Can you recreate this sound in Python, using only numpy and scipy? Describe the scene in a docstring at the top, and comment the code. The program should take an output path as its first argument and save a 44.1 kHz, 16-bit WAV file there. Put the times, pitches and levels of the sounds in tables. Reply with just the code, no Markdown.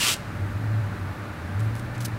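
"""A short, gritty hiss on a flat city roof: a match flares in a rush of tiny gas jets.
Behind it lie the steady rumble and tyre wash of traffic, the drone of a distant engine
that changes speed, and the faint hum of far machinery. Then come ticks and scuffs as someone
rises from a crouch and starts to run: grit snaps under the soles and drags across the roofing."""
import sys
import numpy as np
from scipy import signal
from scipy.fft import rfft, irfft, next_fast_len
from scipy.io import wavfile
from scipy.ndimage import uniform_filter1d, map_coordinates

SR = 44100
rng = np.random.default_rng(int(sys.argv[2]) if len(sys.argv) > 2 else 0)


def log_audio(samples):
    """Write samples as a 16-bit WAV file to the path given in sys.argv[1]."""
    # one column per channel
    frames = np.atleast_2d(samples).T
    # limit to full scale, then quantise
    limited = np.clip(frames, -1, 1)
    pcm = np.round(limited * 32767).astype(np.int16)
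    wavfile.write(sys.argv[1], SR, pcm)


N = 96270

# Loudness contour of the engine's drone: time_s, relative_level_db
DRONE_LEVEL = [(0.24, -51), (0.276, -34), (0.31, -42), (0.428, -25), (0.52, -37.5), (0.558, -25.5),
               (0.622, -32), (0.682, -24.5), (0.802, -24.5), (0.99, -36.5), (1.022, -28), (1.076, -38),
               (1.114, -31), (1.18, -58), (1.2, -39), (1.45, -34), (1.488, -51), (1.514, -31.5),
               (1.616, -21.5), (1.888, -37), (1.958, -36), (1.974, -28), (2.076, -28), (2.114, -41),
               (2.142, -27), (2.18, -38.5)]


def match():
    """Jet noise: the head catches at once, swells in tiny gas jets, sags and is spent; the stick burns on."""
    # Spectrum of the hiss: frequency_hz, relative_density_db
    flame_spectrum = [(250, -24), (450, -12), (700, -15), (1200, -4), (1800, -5.5), (2300, -3), (2800, 1),
                      (3500, -2), (4600, -3), (6300, -5), (7800, -4.5), (9400, -6), (11500, -11),
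                      (15500, -17)]
    # Resonances of the jets: centre_hz, width_hz, relative_level_db
    jet_modes = [(2830, 260, 1), (3070, 120, -1), (3880, 75, -8), (4550, 140, -8)]
    attack_s, crest_s, burnout_s = 0.0017, 0.089, 0.140
    swell_db_per_s, sag_db_per_s = 33, 110
    head_t60_s, stick_t60_s = 0.058, 0.95
    ring_fade_db_per_s, fizz_rise_db_per_s = 73, 18  # the ring gives way to fizz
    t = np.arange(N) / SR
    swell_db = -swell_db_per_s * np.maximum(crest_s - t, 0) - sag_db_per_s * np.maximum(t - crest_s, 0)
    spent_s, burnt_s = np.maximum(t - burnout_s, 0), np.minimum(t, burnout_s)
    head_gain = amp(-21.5 + swell_db - 60 * spent_s / head_t60_s)
    stick_gain = amp(-45.5 - 60 * spent_s / stick_t60_s)
    hiss = coloured(grainy(per_s=4500, share=0.28), flame_spectrum)
    fizz = filtered(hiss, lambda hz: hz ** 4 / (hz ** 4 + 6000 ** 4))
    roar = filtered(hiss, lambda hz: 1800 ** 4 / (hz ** 4 + 1800 ** 4))
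    midband = hiss - fizz - roar
    ring = filtered(white(), lambda f: sum(amp(db) * resonance(f, hz, bw) for hz, bw, db in jet_modes))
    ring = amp(-6.5 - ring_fade_db_per_s * burnt_s) * unit(ring)
    roar_gain = amp(2 + 1.2 * swell_db)  # the low band swells more steeply than the rest
    jets = (midband + roar_gain * roar + ring) * (1 - np.exp(-t / attack_s))
    head = head_gain * (jets + amp(-2.5 + fizz_rise_db_per_s * burnt_s) * fizz)
    stick = stick_gain * (jets + amp(-10) * fizz)
    sputter_db = 0.55 * wobble(135)
    return amp(sputter_db) * (head + stick)


def feet():
    """Impact and friction: single grains snap under shifting weight; a sliding sole drags many at once."""
    # Grains snapping: start_s, relative_level_db, ring_hz
    ticks = [(.165, -39, 7500), (1.595, -40.5, 3880), (1.603, -38.5, 7800), (1.6092, -46, 7800),
             (1.753, -38, 5424), (1.763, -43, 11060), (1.796, -40.5, 5570), (1.98, -41, 6500),
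             (2.0054, -35.5, 2930), (2.0226, -38, 6030), (2.083, -46, 6500)]
    # Spectrum of a snap: frequency_hz, relative_density_db
    grit_spectrum = [(700, -24), (2000, 15), (5000, 1), (8000, 5), (12000, -2), (15500, -12)]
    # Soles sliding: start_s, length_s, level_db, tilt_db_per_octave
    scuffs = [(1.579, .12, -57.5, 1), (1.742, 0.086, -54, 1), (1.935, 0.039, -45.5, -8),
              (2, 0.025, -40, -1.5), (2.018, 0.029, -46, 2), (2.041, 0.029, -31, 0)]
    # Spectrum of a slide before its tilt: frequency_hz, relative_density_db
    sole_spectrum = [(900, -30), (1600, -6.5), (3000, -4.5), (5500, -3.5), (8000, -4.5), (11000, -5),
                     (15500, -11)]
    tick_t60_s = 0.015
    t = np.arange(N) / SR
    crack = coloured(white(), grit_spectrum)
    steps = np.zeros(N)
    for start_s, db, ring_hz in ticks:
        ring = unit(filtered(white(), lambda f: resonance(f, ring_hz, width_hz=0.081 * ring_hz)))
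        decay = (t >= start_s) * amp(db - 60 * np.abs(t - start_s) / tick_t60_s)
        steps += decay * (1.23 * crack + 0.48 * ring)
    for start_s, length_s, db, tilt in scuffs:
        tilted = [(hz, level + tilt * np.log2(hz)) for hz, level in sole_spectrum]
        rasp = coloured(grainy(per_s=3000, share=0.11), tilted)
        progress = np.clip((t - start_s) / length_s, 0, 1)
        steps += amp(db) * np.sin(np.pi * progress) ** 2 * rasp
    return steps


def engine():
    """Periodic firing: only the lowest orders carry this far; a random flutter stands for echoes beating."""
    # Course of the engine's speed: time_s, firing_hz
    firing_rate = [(0.0, 114.7), (0.17, 110.5), (0.33, 97.56), (0.55, 100), (0.62, 108.2), (0.78, 108.4),
                   (0.86, 102.4), (1.13, 91.8), (1.23, 104.1), (1.26, 102.9), (1.4, 83.5), (1.47, 86.3),
                   (1.61, 106.7), (1.88, 119.6), (2.04, 117.8), (2.18, 107.4)]
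    # Weaker engine orders: multiple_of_firing_rate, relative_level_db
    upper_orders = [(1.5, -21), (2, -26)]
    (firing_hz,), (level_db,) = curves(firing_rate), curves(DRONE_LEVEL)
    phase = 2 * np.pi * np.cumsum(firing_hz) / SR + 0.21 * wobble(30.5)
    flutter_db = 1.5 * wobble(27)
    tone = amp(flutter_db) * np.sin(phase)
    for order, db in upper_orders:
        tone += amp(db + 3.55 * wobble(16)) * np.sin(order * phase + 2.2 * wobble(15))
    return amp(level_db + 0.14) * unit(tone)


def traffic():
    """Incoherent sum: far vehicles blend into tyre wash and a rumble that swells a little with the engine."""
    # Spectrum of the rumble: frequency_hz, relative_density_db
    rumble_spectrum = [(15, -1), (28, -12), (47, -7), (65, -1.5), (90, 2.5), (130, 1), (165, -1.5),
                       (230, -2.5), (290, -10), (400, -18.5), (700, -46)]
    # Spectrum of tyres on the streets: frequency_hz, relative_density_db
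    tyre_spectrum = [(150, -14.5), (330, 0), (520, -2), (850, -1), (1100, -3.5), (1450, 0), (1800, -4.5),
                     (2400, -9.5), (3200, -17.5), (4100, -18), (5200, -24), (7000, -27), (11000, -30.5),
                     (15500, -35.5)]
    (drone_db,) = curves(DRONE_LEVEL)
    swell_db = uniform_filter1d(drone_db, SR // 4) - np.mean(drone_db)
    rumble = amp(-36.5 + 0.13 * swell_db + 0.64 * wobble(5.57)) * coloured(white(), rumble_spectrum)
    tyres = amp(-40.0 + 0.043 * wobble(3.1)) * coloured(white(), tyre_spectrum)
    return rumble + tyres


def machinery():
    """Atmospheric fading: steady tones waver in level and phase on their way through the open air."""
    # Tones of the far machines: pitch_hz, level_db
    hum_tones = [(306, -50), (587, -52.5), (1174.5, -56), (1764, -58.5)]
    t = np.arange(N) / SR
    hum = np.zeros(N)
    for hz, db in hum_tones:
        gain = amp(db + 1.75 * wobble(10.88))
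        hum += gain * unit(np.sin(2 * np.pi * hz * t + 1.12 * wobble(9.09)))
    return hum


def roof(x, t60_s, wet_db):
    """Scattering: parapets and chimneys add a weak, short echo."""
    t = np.arange(SR // 3) / SR
    tail = rng.standard_normal(len(t)) * amp(-60 * t / t60_s) * (t > .004)
    return x + amp(wet_db) * signal.fftconvolve(x, tail / np.linalg.norm(tail))[:N]


def amp(db):
    """Decibels to amplitude ratio."""
    return 10 ** (np.asarray(db) / 20)


def unit(x):
    """Normalisation to rms 1."""
    return x / np.sqrt(np.mean(x ** 2) + 1e-20)


def curves(rows):
    """Linear interpolation: one value per sample for each column after the time."""
    time_s, *columns = np.transpose(rows)
    return [np.interp(np.arange(N) / SR, time_s, column) for column in columns]


def wobble(per_s):
    """Smooth random modulation: a spline through per_s knots a second."""
    knots = rng.standard_normal(int(N * per_s / SR) + 4)
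    return map_coordinates(knots, [np.arange(N) * per_s / SR])


def filtered(x, response):
    """Linear filtering: the spectrum of x times a complex frequency response."""
    size = next_fast_len(N + SR // 2)
    return irfft(rfft(x, size) * response(np.fft.rfftfreq(size, 1 / SR)), size)[:N]


def coloured(x, spectrum):
    """Spectral shaping by (frequency_hz, level_db) points on a log axis, at rms 1."""
    f, db = np.transpose(spectrum)
    return unit(filtered(x, lambda hz: amp(np.interp(np.log(hz + 1), np.log(f), db, left=-120))))


def resonance(f, centre_hz, width_hz):
    """Response of one damped mode, 1 at its centre."""
    return 1j * f * width_hz / (centre_hz ** 2 - f ** 2 + 1j * f * width_hz)


def white():
    """Gaussian white noise."""
    return rng.standard_normal(N)


def grainy(per_s, share):
    """Shot noise: per_s random impulses a second carry a share of the power, white noise the rest."""
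    smooth = white()
    impulses = unit(white() * (rng.random(N) < per_s / SR))
    return np.sqrt(1 - share) * smooth + np.sqrt(share) * impulses


def scene():
    """Superposition: near sounds with their roof echo over the far city, in one channel."""
    near = roof(match() + feet(), t60_s=0.15, wet_db=-16.5)
    return (near + engine() + traffic() + machinery())[None]


def record(dry):
    """Band limiting: an ideal low-pass removes the highest treble."""
    cutoff_hz = 15780
    return np.array([filtered(channel, lambda hz: hz < cutoff_hz) for channel in dry])


dry = scene()
out = record(dry)
log_audio(out)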